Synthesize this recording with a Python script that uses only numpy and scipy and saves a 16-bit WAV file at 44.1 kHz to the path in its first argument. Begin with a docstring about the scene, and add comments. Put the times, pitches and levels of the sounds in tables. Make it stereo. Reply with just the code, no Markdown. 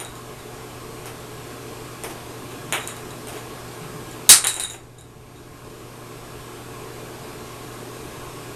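"""A cat plays with a small hollow plastic toy in a bathtub in a tiled bathroom.
From the start a fan motor hums and blows and the camera's electronics whine faintly.
The cat noses and bats the toy: each contact ticks, rings the shell, knocks the tub and echoes.
Soft paw steps come at 3.8 s. At 4.3 s the toy drops: the hardest clack overloads the camera,
which turns its gain down while the toy bounces. The last tap falls at 5.4 s; fan and whine go on."""
import sys
import numpy as np
from scipy import signal
from scipy.io import wavfile
from scipy.ndimage import uniform_filter1d

SR = 44100
rng = np.random.default_rng(int(sys.argv[2]) if len(sys.argv) > 2 else 0)


def materialize(psi):
    """Save the field psi as 16-bit PCM at rate SR to the path in sys.argv[1].

    A 1-D psi becomes a single channel; in a 2-D psi each row is a channel.
    """
    bounded = np.clip(np.atleast_2d(psi).T, -1, 1)
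    quanta = np.round(bounded * 32767).astype(np.int16)
    wavfile.write(sys.argv[1], SR, quanta)


N = 377055


def amp(db):
    return 10 ** (np.asarray(db) / 20)


def unit(x):
    """Scale to energy 1."""
    return x / np.linalg.norm(x, axis=-1, keepdims=True)


def curve_at(points, hz):
    """Interpolate (freq_hz, value) rows on a log-frequency axis."""
    freq_hz, value = np.transpose(points)
    return np.interp(np.log(hz + 1), np.log(freq_hz + 1), value)


def add(mix, start_s, sound):
    part = mix[:, max(round(start_s * SR), 0):][:, :sound.shape[1]]
    part += sound[:, :part.shape[1]]


def click(colour):
    """Minimum-phase click from (freq_hz, gain_db) rows."""
    log_gain = curve_at(colour, abs(np.fft.fftfreq(4096, 1 / SR))) * np.log(10) / 20
    spectrum = np.exp(np.conj(signal.hilbert(log_gain)))
    return unit(np.fft.ifft(spectrum).real[:2048])


def stereo_noise(shape, coherence):
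    """Complex noise (..., bins, frames) at two microphone ports, partly alike."""
    draws = rng.standard_normal(shape[:-2] + (shape[-1], shape[-2], 4))
    a, b, c, d = np.moveaxis(draws, -1, 0).swapaxes(-1, -2)
    left, independent = a + 1j * b, c + 1j * d
    same = np.clip(curve_at(coherence, np.linspace(0, SR / 2, shape[-2])), -1, 1)[:, None]
    return np.array([left, same * left + np.sqrt(1 - same ** 2) * independent])


def whine(pitch_hz=12857, rms_db=-51.5, left_lead_rad=1.9):
    """Thin steady tone of the camera's electronics."""
    phase = 2 * np.pi * pitch_hz * np.arange(N) / SR
    peak = np.sqrt(2) * amp(rms_db + np.array([[-.7], [.7]]))
    return peak * np.sin([phase + left_lead_rad, phase])


def fan(rush_db=-37, left_lead_rad=0.29):
    """Patchy air rush through duct and room resonances, over the motor hum."""
    air = [(20, -8.5), (85, -9), (190, -13), (300, -4), (550, -11), (1250, -13), (1900, -21), (3500, -21),
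           (6000, -24), (8700, -21), (10500, -25), (12500, -32.5), (13100, -37), (13400, -38)]  # rush spectrum: freq_hz, gain_db
    duct = [(156, 28.3, 11.5), (371, 30, 3), (438.4, 23.6, 13.5), (258, 15, 0.5), (1049, 13, 15.5),
            (1110.4, 18, 12.5), (1648, 14, 22.5), (2420, 810, 4)]  # duct and room resonances: freq_hz, width_hz, gain_db
    coherence = [(60, 0.97), (300, 0.99), (700, 0.99), (1500, 0.98), (3000, 0.83), (6000, 0.75),
                 (12000, 0.1)]  # left-right likeness of the rush: freq_hz, coherence
    motor = [(120, -45), (240, -53), (360, -50.5), (480, -61.5), (600, -55), (720, -56), (840, -60.5)]  # multiples of twice the mains rate: freq_hz, rms_db
    frames, hz = N // 512 + 5, np.fft.rfftfreq(2048, 1 / SR)
    resonance_db = sum(db / (1 + (2 * (hz - f) / width_hz) ** 2) for f, width_hz, db in duct)
    colour_db = curve_at(air, hz) + resonance_db
    patches = uniform_filter1d(rng.standard_normal((frames, 1025)), 8, 0)
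    patches = uniform_filter1d(patches, 12, 1).T
    patch_db = 1.26 * patches / patches.std()
    spectra = stereo_noise((1025, frames), coherence) * amp(colour_db[:, None] + patch_db)
    rush = signal.istft(spectra, nperseg=2048, noverlap=1536)[1][:, :N]
    t = np.arange(N) / SR
    hum = sum(np.sqrt(2) * amp(db) * np.sin(2 * np.pi * (f * t + rng.random()) + [[left_lead_rad], [0]])
              for f, db in motor)
    return (amp(rush_db) * rush / rush.std() + hum) * amp([[.5], [-.5]])


def paws():
    """Paw steps: low thuds with a soft start."""
    steps = [(3.804, -31, 156), (3.839, -29, 149), (3.888, -38, 178), (3.94, -29, 157), (4.007, -45, 133)]  # footfalls: start_s, level_db, pitch_hz
    out, t = np.zeros((2, N)), np.arange(6000) / SR
    envelope = t / 0.017 * np.exp(1 - t / 0.013)
    for start_s, level_db, pitch_hz in steps:
        add(out, start_s, amp(level_db) * np.sin(2 * np.pi * pitch_hz * t) * envelope * np.ones((2, 1)))
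    return out


def echo_tails(count, room_db=-12, delay_s=0.0015, rise_s=0.0054):
    """One stereo tail per toy position: tub decay over a weaker room decay."""
    basin = [(250, 0.12), (1000, 0.41), (3000, 0.28), (9000, 0.29), (13000, 0.19)]  # tub decay: freq_hz, t60_s
    tiles = [(250, 0.57), (1000, 0.4), (4000, 0.23), (9000, 0.15), (13000, 0.23)]  # room decay: freq_hz, t60_s
    coherence = [(300, 0.97), (2000, 1), (4000, 0.97), (8000, 0.64), (13000, 0.27)]  # left-right likeness of the echoes: freq_hz, coherence
    hz, t = np.fft.rfftfreq(256, 1 / SR), np.arange(SR // 128) * 64 / SR
    tub = amp(-60 * t / curve_at(basin, hz)[:, None])
    room = amp(room_db - 60 * t / curve_at(tiles, hz)[:, None])
    spectra = stereo_noise((count, 129, len(t)), coherence) * (tub + room)
    tails = signal.istft(spectra, nperseg=256, noverlap=192)[1]
    tails *= np.clip((np.arange(tails.shape[-1]) / SR - delay_s) / rise_s, 0, 1)
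    return (tails / np.linalg.norm(tails, axis=-1).mean()).swapaxes(0, 1)


def shell_ring(t, level_db, spot_turns, scatter, jolts, rise_s=0.00065, rattle_db=3.5, grain_s=0.0036):
    """Three mode groups, each weaker when struck away from its own third of the shell."""
    shell_modes = [(3780, -7.5, 0.047), (3857, -2, 0.033), (6880, -1, 0.023), (7230, -2, 0.02),
                   (7380, -7.5, 0.025), (8990, -18, .01), (9440, -4.5, 0.016), (10100, -12, .008),
                   (10820, -14, 0.015)]  # toy resonances: freq_hz, level_db, t60_s
    edges_hz = [5000, 8200]  # borders of the low, middle and high mode groups: freq_hz
    hz, mode_db, t60_s = np.transpose(shell_modes)[:, :, None]
    group = np.digitize(hz[:, 0], edges_hz)
    detuned_hz = hz * (1 + 0.0047 * scatter[::-1])  # pitch shifts with the way the toy lies
    modes = amp(mode_db + 2.5 * scatter - 60 * t / t60_s) * np.sin(2 * np.pi * detuned_hz * t)
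    rings = unit(np.array([modes[group == k].sum(0) for k in range(3)]))
    group_db = level_db - 5 * (1 - np.cos(2 * np.pi * (spot_turns - np.arange(3) / 3)))
    rattle = amp(rattle_db * np.interp(t / grain_s, np.arange(128), jolts))  # the loose shell flutters
    return amp(group_db) @ rings * (1 - np.exp(-t / rise_s)) * rattle


def toy(echo_db=3, shell_send_db=-2.5, panel_direct_db=-5, mode_count=9):
    """Toy meets tub: a tick, a short ring, a thud and knock of the tub, then their echoes."""
    hits = [(0.0014, -12, -5.5, -11, -6, 0.59), (0.0488, -15, -29, -29, -11, .06),
            (0.1546, -22, -17, -31, -16.5, 0.35), (0.3904, -38, -35, -28, -22, .02),
            (1.058, -16, -6.5, -21, -24, 0.76), (2.037, -8, -3, -14, -28, 0.67),
            (2.099, -40, -9, -28, -40, .1), (2.511, -21, -24, -18.5, -21, 0.91),
            (2.7248, -0.5, 1, 4, -0.5, .45), (2.8067, -32, -28, -24, -11, 0.15),
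            (2.83, -35, -14, -28, -13, .2), (2.875, -6.5, -28, -17, -5, 0.56),
            (2.8827, -32, -23, -15, -14, 0.14), (2.9671, -23, -14, -28, -27, 0.16),
            (3.107, -22, -26, -23, -15.5, .08), (3.2722, -18, -15, -19, -21, .6),
            (3.2853, -12, -10.5, -25, -21, .4), (3.3293, -40, -12, -25, -35, .66),
            (3.356, -34, -13, -16.5, -35, .33), (3.376, -28, -30, -31, -19, .33),
            (4.112, -29.5, -26, -28, -17.5, 0.48), (4.2918, 34, -3.5, 18.5, 14, 0.092),
            (4.4414, -17.5, 0, 9.5, 12, 0.71), (4.4461, 4, -10, 1.5, 14, 0.61),
            (4.4702, 18, -25, 5, 18, .68), (4.4826, -3, -25, -22, -11, .6), (4.542, 3, -14, -9, 7, 0.59),
            (4.564, -19, 1, -2, 3, 0.62), (4.5982, 13, -6, 2, 15.5, 0.74),
            (4.636, 1.5, -13, -2.5, 10.5, 0.67), (4.699, -1, -4, -8, 6.5, 0.29),
            (4.7345, -20, -2, -9, -10, 0.17), (4.983, -30, -23, -36, -15, 0.27),
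            (4.987, -17, -18, -36, -16, .85), (5.0107, -13.5, -31, -30.5, -13, 0.96),
            (5.3587, -24, -27, -30, -20, .1)]  # contacts: start_s, tick_db, thud_db, knock_db, ring_db, spot_turns
    tick_colour = [(4000, -48.5), (6500, -0.5), (8800, 7), (10500, 0.5), (11800, -7), (12800, -2),
                   (13900, -15.5)]  # contact tick: freq_hz, gain_db
    thud_colour = [(150, -51), (350, 6), (520, -6), (750, -2), (1100, -9.5), (1800, -17)]  # tub floor thud: freq_hz, gain_db
    knock_colour = [(450, -21.5), (800, -9), (1500, -4), (2700, -2.5), (3400, -2.5), (4300, -13.5),
                    (6000, -32)]  # tub knock: freq_hz, gain_db
    snap_colour = [(2500, -31), (4300, 15.5), (6000, 15.5), (8000, -4)]  # shell snap: freq_hz, gain_db
    tick, thud, knock, snap = map(click, (tick_colour, thud_colour, knock_colour, snap_colour))
    out, t = np.zeros((2, N)), np.arange(2048) / SR
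    scatters = rng.standard_normal((len(hits), mode_count, 1))
    jolt_sets = rng.standard_normal((len(hits), 128))
    for hit, tail, scatter, jolts in zip(hits, echo_tails(len(hits)), scatters, jolt_sets):
        start_s, tick_db, thud_db, knock_db, ring_db, spot_turns = hit
        chatter = unit(jolts * np.exp(-t[:128] / 0.00032))  # a contact is a brief burst of jolts
        contact = amp(tick_db) * np.convolve(tick, chatter)[:2048]
        ring = shell_ring(t, ring_db, spot_turns, scatter, jolts)
        snap_db = -19.5 + 1.29 * tick_db  # only sharp ticks snap the shell
        panel = amp(thud_db) * thud + amp(knock_db) * knock + amp(snap_db) * snap
        direct = contact + ring + amp(panel_direct_db) * panel  # the tub radiates partly off-microphone
        add(out, start_s, direct * amp([[.3], [-.3]]))
        cover_db = -0.25 * max(thud_db - knock_db, 0)  # the cat pressing on the toy shields it
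        # The echoed tick arrives from all sides and loses the colour of one contact.
        send = amp(shell_send_db) * (amp(tick_db + cover_db) * tick + ring) + panel
        add(out, start_s, amp(echo_db) * signal.fftconvolve(send[None], tail, axes=1))
    return out


def scene():
    return toy() + paws() + fan() + whine()


def auto_gain_db(x, knee_db=-14, hold_s=0.7, fall_s=0.13, rise_s=0.68, start_db=-3):
    """Gain starts low, slides down after an overload, holds, then creeps back."""
    block, block_s = 441, 0.01
    power = (x[:, :N // block * block] ** 2).mean(0).reshape(-1, block).mean(1)
    level_db = 10 * np.log10(power + 1e-12)
    hold_blocks = round(hold_s / block_s)
    gain_db = [start_db]
    for k in range(len(level_db)):
        held_db = level_db[max(k - hold_blocks, 0):k + 1].max()
        aim_db = -max(held_db - knee_db, 0)
        lag_s = fall_s if aim_db < gain_db[-1] else rise_s
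        gain_db.append(aim_db + (gain_db[-1] - aim_db) * np.exp(-block_s / lag_s))
    return np.interp(np.arange(N), np.arange(len(gain_db)) * block, gain_db)


def record(dry, bass_hz=90, cutoff_hz=13950):
    """Gain control that spares the deep bass, hard clipping, band limit."""
    bass = signal.lfilter(*signal.butter(1, bass_hz, fs=SR), dry)
    ducked = bass + (dry - bass) * amp(auto_gain_db(np.clip(dry, -1, 1)))
    lowpass = signal.firwin(511, cutoff_hz, window=("kaiser", 9), fs=SR)
    return signal.oaconvolve(np.clip(ducked, -1, 1), lowpass[None], "same")


dry = scene()
out = record(dry)
materialize(out)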